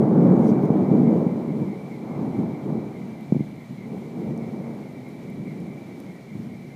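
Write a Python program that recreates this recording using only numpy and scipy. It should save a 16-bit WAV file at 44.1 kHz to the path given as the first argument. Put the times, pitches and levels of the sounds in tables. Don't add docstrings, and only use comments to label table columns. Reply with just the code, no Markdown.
import sys
import numpy as np
from scipy import signal
from scipy.fft import rfft, irfft
from scipy.io import wavfile
from scipy.ndimage import uniform_filter1d

SR = 44100
rng = np.random.default_rng(int(sys.argv[2]) if len(sys.argv) > 2 else 0)


def wav_record(signal):
    frames = np.transpose(np.atleast_2d(signal))
    bounded = np.clip(frames, -1, 1)
    quanta = np.round(bounded * 32767).astype(np.int16)
    wavfile.write(sys.argv[1], SR, quanta)


def volts(x):
    e = np.asarray(x, float) / 20
    return 10 ** e


N = 297965


def evened(x):
    return x / np.sqrt(np.mean(x ** 2) + 1e-20)


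def read(points, hz):
    f, value = np.transpose(points)
    return np.interp(np.log(hz + 1), np.log(f + 1), value)


def causal(db):
    log_gain = np.log(volts(np.maximum(db, -100)))
    full_circle = np.r_[log_gain, log_gain[-2:0:-1]]
    phase = -signal.hilbert(full_circle).imag[:len(db)]
    return irfft(np.exp(log_gain + 1j * phase))[:4096]


def wander(smooth_s):
    size = max(round(smooth_s * SR), 1)
    once = uniform_filter1d(rng.standard_normal(N), size)
    return evened(uniform_filter1d(once, size))


def resonate(x, hz, width):
    turn = np.exp(2j * np.pi * np.cumsum(hz * np.ones(len(x))) / SR)
    r = np.exp(-np.pi * width / SR)
    return (turn * signal.lfilter([(1 - r) ** 2], [1, -2 * r, r * r], x / turn)).real


# frequency in Hz, level in dB per Hz.
THUNDER = [(25, -52), (70, -32.5), (105, -17), (140, -3.5), (190, -0.5), (255, -4.5), (310, -4.5),
           (440, -16), (510, -18), (800, -26.5), (1000, -34), (1400, -47), (2200, -61), (4800, -100)]
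SPLITS_HZ = (127, 348, 675)
LEAD = 400


def shock_parts(tone):
    hz = np.fft.rfftfreq(16384, 1 / SR)
    whole = rfft(causal(read(THUNDER, hz) + tone(hz)), 16384)
    below = [0 * hz]
    below += [1 / (1 + (hz / split_hz) ** 5) for split_hz in SPLITS_HZ]
    below += [hz ** 0]
    parts = irfft(whole * np.diff(below, axis=0))
    parts = np.roll(parts, LEAD, axis=1)[:, :4096]
    return parts / abs(parts.sum(0)).max()


# loudest moment in seconds, level in dB,
# rise in seconds per 10 dB, fall in seconds per 10 dB, nearness in dB.
PEALS = [(0.04, -17.5, 0.5, 0.05, -1), (0.21, -13, 0.17, 0.5117, 1.06), (0.83, -17.5, 0.12, 0.0455, -2.5),
         (0.94, -16.5, 0.07, 0.46, -3), (1.63, -21.5, 0.06, 0.0553, -6), (2.2, -37.5, 0.18, 0.5, 14),
         (2.44, -24.1, 0.31, 0.13, -8.3), (2.71, -23.5, 0.07, 0.1565, 0.3), (3.03, -36, 0.3, 0.36, -5.5),
         (3.58, -39.5, 0.64, 0.06, -15.0), (3.71, -39, 0.03, 0.2, -11), (3.94, -30.5, 0.06, 0.1, -0.5),
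         (4.27, -29.2, 0.26, 0.65, 0.6), (4.71, -35.0, 0.25, 0.15, 4.5), (5.45, -34.5, 0.52, 0.17, -6),
         (5.63, -34.5, 0.31, 0.42, -0.5), (6.1, -38, 0.27, 0.1, -0.5), (6.39, -34, 0.09, 0.4, -8.5)]
# time in seconds, lift in dB, middle in Hz.
LUMPS = [(0.22, -6, 700.0), (0.43, -7.9, 100.0), (0.43, 4.5, 320.0), (0.77, 4, 480.0), (0.95, 2.5, 210.0),
         (1.12, 6.5, 480.0), (1.16, 5.5, 151), (1.23, 5.5, 480.0), (1.25, -7.0, 150.0), (1.41, 3, 480.0),
         (1.44, -4.1, 210.0), (1.52, 8, 100.0), (1.95, -5, 700.0), (1.95, -5, 100.0), (2.03, 5, 320.0),
         (2.24, 4.1, 210.0), (2.3, -3.5, 700.0), (2.75, -3, 480.0), (3.84, 6.5, 150.0), (4.29, 9, 100.0),
         (4.45, 2.6, 210.0), (4.93, 2, 150.0), (5.14, 4.5, 151), (5.2, -4, 210.0), (5.87, -3, 100.0),
         (5.91, 3.0, 210.0), (6.15, -5, 100.0), (6.42, -5.5, 480.0), (6.59, -8, 210.0), (6.72, 5.8, 480.0)]
LUMP_S, LUMP_OCTAVES = 0.036, .8
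FAR_DB = -48


def band_db(hz, at_db, follow, share, smear):
    t = np.arange(0, N + 128, 128)[:, None] / SR
    s, db, rise, fall, near_db = np.transpose(PEALS)
    under_db = 10 * np.maximum((s - t) / rise, (t - s) / fall) / smear
    peals = volts(db + share * near_db - under_db)
    roll_db = 10 * np.log10((peals ** 2).sum(1) + volts(FAR_DB) ** 2)
    at, lift_db, lump_hz = np.transpose(LUMPS)
    octaves = np.log2(hz / lump_hz)
    lumps_db = lift_db * np.exp(-((t - at) / LUMP_S) ** 2 - (octaves / LUMP_OCTAVES) ** 2)
    return np.interp(np.arange(N) / SR, t[:, 0], at_db + follow * (roll_db + 20) + lumps_db.sum(1))


# middle in Hz, level in dB at a -20 dB peal,
# share of the peal's loudness, share of its nearness, smear of its rise and fall (ratios).
BANDS = [
    (100.0, -32, 0.68, -0.52, 0.84),
    (210.0, -20.0, 1.067, -0.2, 0.96),
    (480.0, -26.2, 1.02, 0.54, 1.12),
    (900.0, -38, 1.05, 1.176, 1.45),
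]
# frequency in Hz, width in Hz, lift in dB.
HOLLOWS = [(145, 14, 3), (188, 22, 2), (227, 14, 7), (252, 12, 4), (425, 40, 4.5)]


def roll(per_s, spread_db, shared):
    def ringing(hz):
        return sum(db / (1 + (2 * (hz - f) / width) ** 2) for f, width, db in HOLLOWS)

    parts = shock_parts(ringing)
    draw = rng.uniform(-1, 1, (5, N + 4095))
    size = volts(spread_db * np.minimum(rng.exponential(1, N + 4095), 4))
    sizes = [np.roll(size, 1000 * k) for k in range(5)]
    shocks = np.sign(draw) * (abs(draw) < per_s / SR) * sizes
    out = np.zeros(N)
    for band, part, own in zip(BANDS, parts, shocks[1:]):
        mixed = shared * shocks[0] + (1 - shared) * own
        out += volts(band_db(*band)) * evened(signal.oaconvolve(mixed, part, "valid"))
    return out


# time in seconds, peak in dB, push or pull (1 or -1), sharpness in dB.
CLAPS = [(.40, -6.5, -1, -2.5), (0.636, -8.5, 1, -11), (.703, -5.5, 1, -1.5), (0.8, -27, 1, 4),
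         (0.914, -6, 1, -7.5), (0.949, -22, 1, 3), (0.966, -13, 1, -5), (1.017, -18, -1, -5),
         (1.265, -9, -1, -8), (1.504, -17, 1, -7), (1.835, -31.5, 1, 4), (2.389, -14, -1, -10),
         (2.755, -34, 1, 13), (3.3223, -6, 1, -2.5), (3.327, -17, 1, -14), (3.347, -32, 1, 16.5),
         (3.354, -13, -1, -16), (3.364, -12, 1, -3), (3.372, -21, 1, -5), (3.394, -17.5, -1, -10),
         (3.4056, -11.5, 1, -8), (3.422, -26, -1, -7), (3.706, -27.5, 1, -11), (4.487, -20, 1, -13),
         (4.679, -30, 1, 3), (5.398, -25, 1, -9), (5.979, -31.5, 1, 1), (6.352, -23, 1, -14),
         (6.40, -23, -1, -14)]
CLAP_TOP_HZ = 925
CLAP_DEEP_DB = 4
SHARP_SHARE, RASP_TRIM_DB = (1.05, 1.1), -0.5


def claps():
    parts = shock_parts(lambda hz: -10 * np.log10(1 + (hz / CLAP_TOP_HZ) ** 6))
    out = np.zeros(N + 4096)
    for s, db, sign, sharp_db in CLAPS:
        at = round(s * SR) - LEAD
        growl_db = SHARP_SHARE[0] * sharp_db
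        rasp_db = SHARP_SHARE[1] * sharp_db + RASP_TRIM_DB
        tone_db = np.array([CLAP_DEEP_DB, 0, growl_db, rasp_db])
        out[at:at + 4096] -= np.sign(sign) * volts(db) * (volts(tone_db) @ parts)
    return out[:N]


# level in dB at start, middle and end.
SINGERS_DB = [
    (-62.5, -60.5, -59.5),
    (-61.5, -62, -66),
]
PAIR_HZ, PAIR_LAG_S = (2155, 2055), (-.012, .008)
BEAT_S, BEAT_COUNT = (.03, 1.72, 5.51, 6.73), (0, 8, 26, 32)
CHIRP_S, CHIRP_SPREAD_DB, CHIRP_JITTER_S = 0.084, 1.2, .006
# chirp number, lift in dB.
ACCENTS = [
    (0, -6),
    (5, 3),
    (8, 4),
    (9, 2.5),
    (13, -4),
    (18, 2.5),
    (26, 3),
    (27, 2.5),
    (28, -4),
]
# time in seconds, level in dB.
STRAYS = [
    (1.02, -67),
    (1.72, -63),
    (1.95, -67),
    (3.62, -66),
    (4.32, -69),
    (4.97, -66),
    (5.2, -67),
    (5.9, -65),
    (6.16, -58),
    (6.5, -66),
]
STRAY_HZ = 1910
# width of the whistle in Hz, level in dB; below it their pitches in Hz.
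TRILLS = [(108, -60), (220, -64.5), (129.6, -69), (510, -74)]
TRILLS_HZ = (2305, 2100, 1930, 4050)


def crickets():
    def whistle(hz, width):
        return evened(resonate(rng.standard_normal(N), hz, width))

    count = np.arange(BEAT_COUNT[-1] + 1)
    t, out = np.arange(N) / SR, np.zeros(N)
    accent_db = sum(lift_db * (count == k) for k, lift_db in ACCENTS)
    for levels_db, pitch_hz, lag in zip(SINGERS_DB, PAIR_HZ, PAIR_LAG_S):
        late, strong = rng.standard_normal((len(count), 2)).T
        s = np.interp(count, BEAT_COUNT, BEAT_S) + lag + CHIRP_JITTER_S * late
        db = np.interp(s, (0, N / SR / 2, N / SR), levels_db) + CHIRP_SPREAD_DB * strong + accent_db
        nearest = np.round(np.interp(t, s, count)).astype(int)
        swell = volts(db)[nearest] * np.exp(-(2 * (t - s[nearest]) / CHIRP_S) ** 4)
        wing_hz = pitch_hz + 22 * wander(.02)
        wing = np.sqrt(2) * np.sin(2 * np.pi * np.cumsum(wing_hz) / SR)
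        out += swell * (0.86 * wing + 0.77 * whistle(pitch_hz, 70))
    stray = sum(volts(db) * np.exp(-(2 * (t - s) / CHIRP_S) ** 2) for s, db in STRAYS)
    out += stray * whistle(STRAY_HZ, 130)
    for hz, (width, db) in zip(TRILLS_HZ, TRILLS):
        out += volts(db + wander(.2)) * whistle(hz, width)
    return out


# start in seconds, end in seconds, level in dB.
SOLO = [
    (2.75, 3.35, -78),
    (5.0, 5.78, -77),
]
SOLO_HZ = 3895


def solo():
    t = np.arange(N) / SR
    on = sum(volts(db) * np.clip(np.minimum(t - start, end - t) / 0.046, 0, 1) for start, end, db in SOLO)
    return on * evened(resonate(rng.standard_normal(N), SOLO_HZ, 28))


# time in seconds, peak in dB, ring in Hz, ring time in seconds.
DROPS = [
    (3.2086, -48.5, 13600, .0001),
    (4.376, -42, 7000, .00009),
    (4.5211, -51, 6000, .0001),
    (4.775, -50, 6000, .0001),
    (5.0863, -51.5, 11000, .00015),
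    (5.2999, -45, 11000, .0001),
    (5.6022, -45, 8500, .0001),
    (5.666, -55, 7000, .0001),
    (6.0013, -34.5, 12000, 0.000019),
]
SPLASH_S, SPLASH_DB = .0009, -0.5


def drops():
    out, t = np.zeros(N + 200), np.arange(200) / SR
    for s, db, hz, ring_s in DROPS:
        spray = rng.standard_normal(200) * np.exp(-t / SPLASH_S)
        at = round((s + .001) * SR)
        ring = 2 * volts(db + SPLASH_DB) * np.cos(2 * np.pi * hz * t) * np.exp(-t / ring_s)
        out[at:at + 200] += np.convolve(ring, spray / np.linalg.norm(spray))[:200]
    return out[:N]


def hiss(colour, patchy_db):
    frames, hz = N // 256 + 5, np.fft.rfftfreq(1024, 1 / SR)
    a, b, patches = rng.standard_normal((frames, 513, 3)).T
    patches = uniform_filter1d(patches, size=40, axis=0)
    patches = evened(uniform_filter1d(patches, size=14, axis=1))
    spectra = (a + 1j * b) * volts(read(colour, hz)[:, None] + patchy_db * patches)
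    return evened(signal.istft(spectra, nperseg=1024, noverlap=768)[1][:N])


# frequency in Hz, level in dB per Hz.
BRUSH_COLOUR = [(1500, -30), (2600, -6.5), (3400, -4), (5000, -6.5), (6600, 0), (7900, -9), (9000, -4.5),
                (10200, -11), (12000, -15), (13500, -14.5), (15800, -9)]
# start in seconds, end in seconds, level in dB at the end, lift of the top octave in dB.
STROKES = [
    (.27, .44, -63, -2.5),
    (.45, 0.497, -55.5, 10),
    (.59, .655, -63.5, 12.5),
]
STROKE_RISE_DB, STROKE_FALL_DB_PER_S = 8.5, 500


def brush():
    t = np.arange(N) / SR
    scratch = volts(2.0 * wander(0.0018)) * hiss(BRUSH_COLOUR, patchy_db=2.5)
    top = signal.sosfilt(signal.butter(6, 12800, "high", fs=SR, output="sos"), scratch)
    out = np.zeros(N)
    for start, end, db, top_db in STROKES:
        to_go = np.clip((end - t) / (end - start), 0, 1)
        outside_s = np.maximum(np.maximum(start - t, t - end), 0)
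        under_db = STROKE_RISE_DB * to_go + STROKE_FALL_DB_PER_S * outside_s
        out += volts(db - under_db) * (scratch + (volts(top_db) - 1) * top)
    return out


# frequency in Hz, level in dB per Hz.
HISS = [(30, -14.5), (100, -9), (300, 0.9), (700, 3), (1200, -7.5), (1700, -10.5), (2600, -13), (3600, -14),
        (4600, -17.5), (5500, -19), (6300, -19), (8000, -22.5), (11000, -24.5), (15500, -26.5)]
HISS_DB = -52.5
# time in seconds, half length in seconds, lift of the air in dB.
GUSTS = [
    (1.6, 0.054, 1),
    (3.95, 0.076, 1),
    (6.42, .1, 1.5),
]


def air():
    t = np.arange(N) / SR
    gust_db = sum(db * np.exp(-((t - s) / half) ** 2) for s, half, db in GUSTS)
    return volts(HISS_DB + gust_db + 0.52 * wander(.06)) * hiss(HISS, patchy_db=0.4)


OPEN_FROM, OPEN_S = .4, .003


def scene():
    thunder = roll(per_s=2500, spread_db=2.0, shared=0.17) + claps()
    opening = np.minimum(OPEN_FROM + np.arange(N) / SR / OPEN_S, 1)
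    return (opening * (thunder + crickets() + solo() + drops() + brush() + air()))[None]


def roll_off(x):
    return signal.sosfilt(signal.butter(12, 16040, fs=SR, output="sos"), x)


def record(dry):
    edge = signal.firwin(1023, 15310, window=("kaiser", 9), fs=SR)
    mix = signal.oaconvolve(dry, edge[None], "same")
    return roll_off(mix)


dry = scene()
out = record(dry)
wav_record(out)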